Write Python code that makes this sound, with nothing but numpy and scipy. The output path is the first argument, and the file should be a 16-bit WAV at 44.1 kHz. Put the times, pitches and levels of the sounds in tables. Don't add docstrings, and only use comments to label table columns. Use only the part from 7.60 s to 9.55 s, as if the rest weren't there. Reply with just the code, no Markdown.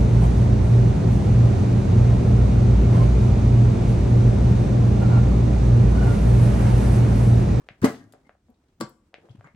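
import sys
import numpy as np
from scipy import signal
from scipy.fft import rfft, irfft
from scipy.io import wavfile
from scipy.ndimage import uniform_filter1d

SR = 44100
rng = np.random.default_rng(int(sys.argv[2]) if len(sys.argv) > 2 else 0)


def log_audio(samples):
    frames = np.atleast_2d(samples).T
    limited = np.clip(frames, -1, 1)
    pcm = np.round(limited * 32767).astype(np.int16)
    wavfile.write(sys.argv[1], SR, pcm)


def makeup_ratio(level_db):
    decades = np.asarray(level_db, float) / 20
    return 10 ** decades


N = 85995

# f/Hz, share [0-1]
LIKENESS = [(40, .997), (170, .995), (430, .9), (1150, .4), (4100, .12)]
SNAP_LEAD, THUMP_LEAD = 88, 1323


def evened(x):
    return x / np.sqrt(np.mean(x ** 2) + 1e-20)


def read(points, hz):
    f, value = np.transpose(points)
    return np.interp(np.log(hz + 1), np.log(f + 1), value)


def add(mix, s, sound):
    part = mix[max(round(s * SR), 0):][:len(sound)]
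    part += sound[:len(part)]


def lumpy(size, depth_db, smooth):
    return makeup_ratio(depth_db * evened(uniform_filter1d(rng.standard_normal(size), smooth)))


def pair(left, other, same):
    return np.array([left, same * left + np.sqrt(1 - same ** 2) * other])


def diffuse(size, gain):
    frames = size // 128 + 5
    hz = np.fft.rfftfreq(512, 1 / SR)[:, None]
    a, b, c, d = rng.standard_normal((frames, 257, 4)).T
    same = np.clip(read(LIKENESS, hz), 0, 1)
    z = pair(a + 1j * b, c + 1j * d, same) * gain(hz, np.arange(frames) * 128 / SR)
    return signal.istft(z, nperseg=512, noverlap=384)[1][:, :size]


def hush():
    # f/Hz, density/dB per Hz
    air_tone = [(16, -26), (48, 7.5), (165, -4.5), (335, -8.5), (530, -20), (2100, -28), (8600, -33.5),
                (10300, -43.5)]
    tone_db, whine_hz, whine_db = -68, 8990, -100.5
    hz = np.fft.rfftfreq(N, 1 / SR)
    flat = diffuse(N, lambda f, t: 1 + 0 * t)
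    air = irfft(rfft(flat) * makeup_ratio(read(air_tone, hz)), N) * lumpy(N, 1.6, 2500)
    whine = np.sin(2 * np.pi * whine_hz * np.arange(N) / SR)
    return makeup_ratio(tone_db) * evened(air) + makeup_ratio(whine_db) * whine


def rustle():
    # t/s, level/dB
    movement = [(0, -63), (0.068, -64), (0.198, -63), (0.499, -65.5), (0.679, -64.5), (.8, -80),
                (1.06, -70.5), (1.15, -74), (1.501, -77.5), (1.63, -61.5), (1.761, -63), (1.87, -60.5),
                (1.95, -74.5)]
    # f/Hz, level/dB
    cloth_tone = [(60, -12.5), (200, 3), (600, -7.5), (1500, -16), (3000, -25), (8000, -30.5),
                  (15000, -45.5)]
    noise = diffuse(N, lambda hz, t: makeup_ratio(read(cloth_tone, hz)) + 0 * t)
    cloth = evened(noise * lumpy(N, 2.5, 300))
    return cloth * makeup_ratio(np.interp(np.arange(N) / SR, *np.transpose(movement)))


def tail(t60, send, build_s):
    def decay(hz, t):
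        t60_s = read(t60, hz)
        return makeup_ratio(read(send, hz) - 60 * t / t60_s) / np.sqrt(t60_s)

    t = np.arange(SR // 2) / SR
    unit = np.sqrt(6 * np.log(10) / SR / 170)
    return unit * diffuse(SR // 2, decay) * (1 - np.exp(-(t / build_s) ** 2))


def room_tail():
    # f/Hz, t60/s
    walls_t60 = [(105, .6), (305, 0.69), (1050, 0.93), (4200, 0.28), (12800, .5)]
    # f/Hz, level/dB
    walls_send = [(105, -18.5), (255, -20.5), (720, -24.5), (2050, -22.5), (4000, -11.5), (6200, -10),
                  (14200, -21.5)]
    return tail(walls_t60, walls_send, 0.0091)


def case_tail():
    # f/Hz, t60/s
    box_t60 = [(105, 0.032), (255, 0.18), (720, 0.26), (2050, 0.23), (5200, 0.16), (12800, 0.061)]
    # f/Hz, level/dB
    box_send = [(105, -13.5), (255, -11), (450, -3), (720, -1), (1200, -2), (2300, -0.5), (6200, -3),
                (14200, -10)]
    return tail(box_t60, box_send, 0.0039)


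def panels():
    # f/Hz, level/dB, t60/s
    modes = [(95, -5.5, 0.35), (138, -7.5, .3), (188.4, -15, 0.05), (262.4, -6, 0.073), (447.7, 4, 0.26),
             (579.5, -15, 0.2), (658, -8, .15), (712, -7, 0.16), (885, -13, 0.19), (1126, -5.5, 0.12),
             (1325, -14.5, .15), (1423, -12.5, .12), (1620, -8, .18), (2000, -10.5, 0.12)]
    t = np.arange(SR // 2) / SR
    rings = np.zeros(len(t))
    for hz, db, t60_s in modes:
        phase = 2 * np.pi * rng.random()
        rings += makeup_ratio(db - 60 * t / t60_s) * np.sin(2 * np.pi * hz * t + phase)
    return makeup_ratio(-24.5) * rings / np.linalg.norm(rings)


def scrape(length_s, db, hz, width_hz):
    rise, fade_db = .2, -14
    f = np.fft.rfftfreq(4096, 1 / SR)
    stroke = np.arange(4096) / SR / length_s
    same = np.clip(np.maximum(.5, read(LIKENESS, f)), 0, 1)
    left, other = rfft(rng.standard_normal((2, 4096)) * lumpy(4096, 2.5, 40))
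    resonance = 1 / (1 + (2 * (f - hz) / width_hz) ** 2)
    band = irfft(pair(left, other, same) * resonance)
    return evened(band) * np.minimum(stroke / rise, 1) * makeup_ratio(db + fade_db * stroke ** 2)


def thump(db, hz, rise_s, fall_s):
    t = np.arange(-THUMP_LEAD, 6000) / SR
    swell = np.where(t < 0, np.exp(-(t / rise_s) ** 2), np.exp(-abs(t) / fall_s))
    return makeup_ratio(db) * np.cos(2 * np.pi * hz * t) * swell


def snap(db, hz, rebound_db, direction):
    cycles, settle, edge_cycles = .42, 2.2, .13
    bounce_s, ring_hz, ring_rise_s, ring_fall_s = .00095, 640, .0006, .0014
    t = np.arange(-SNAP_LEAD, 600) / SR
    swing_decay = np.exp(-abs(t * hz / cycles) * np.where(t > 0, settle, 1))
    swing = np.sin(2 * np.pi * hz * t + 1.05) * swing_decay
    u = t - bounce_s
    swell = np.where(u < 0, np.exp(-(u / ring_rise_s) ** 2), np.exp(-abs(u) / ring_fall_s))
    rebound = makeup_ratio(rebound_db) * .6 * swell * np.cos(2 * np.pi * ring_hz * u)
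    sharp = direction * makeup_ratio(db) * (swing - rebound)
    blunt = round(edge_cycles * SR / hz)
    return uniform_filter1d(uniform_filter1d(sharp, size=blunt), size=blunt)


def rubbing():
    # start t/s, length/s, rms level/dB, centre f/Hz, width/Hz
    rubs = [(.001, .015, -61.5, 860, 1350), (.2155, .008, -46, 6000, 14000), (.2155, .025, -40, 1400, 600),
            (.2197, .043, -36, 970, 1600), (.222, .03, -45, 3500, 10000), (.239, .04, -21.5, 700, 1200),
            (.24, .014, -30, 1150, 250), (.24, .018, -33, 2030, 250), (.2405, .022, -30, 5000, 14000),
            (.25, .015, -40, 12000, 8000), (.27, .07, -47.5, 5560, 14000), (.33, .08, -58, 4000, 6000),
            (.378, .059, -61.5, 1860, 110), (.4, .03, -62, 1620, 90), (.429, .005, -65, 5100, 4000),
            (.4405, .003, -63, 5500, 4000), (.521, .014, -59, 10000, 12000),
            (.5235, .004, -52, 5000, 10000), (.54, .025, -57, 650, 500), (.645, .03, -71, 2050, 200),
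            (.887, .05, -62, 500, 500), (.9005, .0065, -70, 12100, 8100), (.9404, .01, -72, 3850, 2120),
            (1.083, .0097, -74.5, 3100, 6280), (1.2015, .008, -45, 6000, 14000),
            (1.2032, .028, -33, 750, 1100), (1.2065, .011, -37, 7000, 16000), (1.207, .008, -34, 1000, 900),
            (1.2093, .004, -32, 4600, 1800), (1.2095, .004, -38, 7600, 1200),
            (1.292, .01, -58, 12200, 7030), (1.631, .068, -58, 490, 520), (1.6925, .0086, -61.5, 3220, 510),
            (1.707, .012, -64, 4000, 3500), (1.745, .02, -66, 3030, 950), (1.8412, .009, -51, 1300, 500),
            (1.8421, .011, -65, 7020, 380), (1.843, .05, -58, 2050, 400), (1.85, .035, -56, 900, 900)]
    sides = np.zeros((2, N))
    for s, *row in rubs:
        for side, sound in zip(sides, scrape(*row)):
            add(side, s, sound)
    return sides


def pushing():
    # peak t/s, peak level/dB, f/Hz, rise/s, fall/s
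    pushes = [(0.2252, -18.5, 122, 0.0021, 0.006), (0.2355, -16.5, 356, 0.0027, 0.0011),
              (0.2445, -3.5, 265.4, 0.0041, 0.0035), (0.249, -12, 334, 0.0019, 0.0024),
              (0.2517, -15, 306.4, 0.0015, 0.0013), (0.2561, -21.5, 330, 0.0013, 0.0046),
              (0.2447, -22.5, 139, 0.0046, 0.011), (0.267, -29, 204.2, 0.008, 0.01),
              (.3, -36, 138, .02, 0.03), (.46, -52.5, 107.3, 0.023, 0.026),
              (0.2829, -21, 244, 0.008, 0.0054), (0.11, -41, 143, 0.0023, 0.0043),
              (0.5463, -49.5, 386, 0.0042, 0.0038), (0.8979, -49, 236.8, 0.0083, 0.017),
              (1.2074, -31.5, 210, 0.0048, 0.0054), (1.2147, -23, 322, .002, .005),
              (1.223, -27.5, 224, 0.0045, 0.011), (1.241, -33, 146, 0.0058, 0.011),
              (1.5842, -41.5, 400, 0.00037, 0.0015), (1.65, -43.5, 394, 0.0013, 0.0018),
              (1.7073, -37, 122, 0.0061, 0.0074), (1.7522, -37.5, 188, 0.0027, 0.0017),
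              (1.7926, -39.5, 110.4, 0.0085, 0.0068), (1.8576, -45.5, 150, 0.0083, 0.013),
              (1.9505, -47.5, 210, 0.0066, .0052)]
    sides = np.zeros((2, N))
    for s, *row in pushes:
        for side in sides:
            add(side, s - THUMP_LEAD / SR, thump(*row))
    return sides


def latching():
    # t/s, peak level/dB, f/Hz, rebound level/dB, direction [+1 out, -1 in]
    clicks = [(.0884, -21, 2000, -11, 1), (.3469, -35, 1700, -6, 1), (.5373, -38, 1200, 0, 1),
              (.6943, -33.5, 1300, -4, -1), (.7524, -51, 800, 2, 1), (1.2113, -17.5, 1100, -8, 1),
              (1.5425, -22.5, 2200, -10, 1), (1.688, -45, 1000, -3, -1), (1.8103, -37, 1250, -3, -1),
              (1.8738, -38, 1400, -6, 1), (1.534, -47, 800, -3, -1), (.8854, -54, 900, -4, 1),
              (1.9486, -49, 2100, -7, 1)]
    sides = np.zeros((2, N))
    for s, *row in clicks:
        for lag, side in enumerate(sides):
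            add(side, s + (lag - SNAP_LEAD) / SR, snap(*row))
    return sides


def far_side(x):
    lag, shadow_hz, shadow_db = 11, 7100, -3.5
    hz = np.fft.rfftfreq(N, 1 / SR)
    shadow = makeup_ratio(shadow_db * hz ** 2 / (hz ** 2 + shadow_hz ** 2))
    return irfft(rfft(x) * shadow * np.exp(-2j * np.pi * hz * lag / SR), N)


def scene():
    desk_cut_hz, latch_send_db, left_db = 54, -3, 2.6
    latches = latching()
    high_pass = signal.butter(2, desk_cut_hz, "high", fs=SR, output="sos")
    hands = signal.sosfiltfilt(high_pass, pushing() + rubbing())
    touches = hands[0] + makeup_ratio(latch_send_db) * latches[0]
    left, right = hands + signal.fftconvolve(touches, panels())[:N]
    near = np.array([left, far_side(right)]) + latches
    space = case_tail() + room_tail()
    wet = signal.fftconvolve(touches[None], space, axes=1)[:, :N]
    balance = makeup_ratio(np.array([[left_db / 2], [-left_db / 2]]))
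    return (near + wet) * balance + hush() + rustle()


def top_cut(x):
    return signal.sosfilt(signal.butter(12, 16420, fs=SR, output="sos"), x)


def record(dry):
    top_hz = 15990
    limited = irfft(rfft(dry) * (np.fft.rfftfreq(N, 1 / SR) < top_hz), N)
    return top_cut(limited)


dry = scene()
out = record(dry)
log_audio(out)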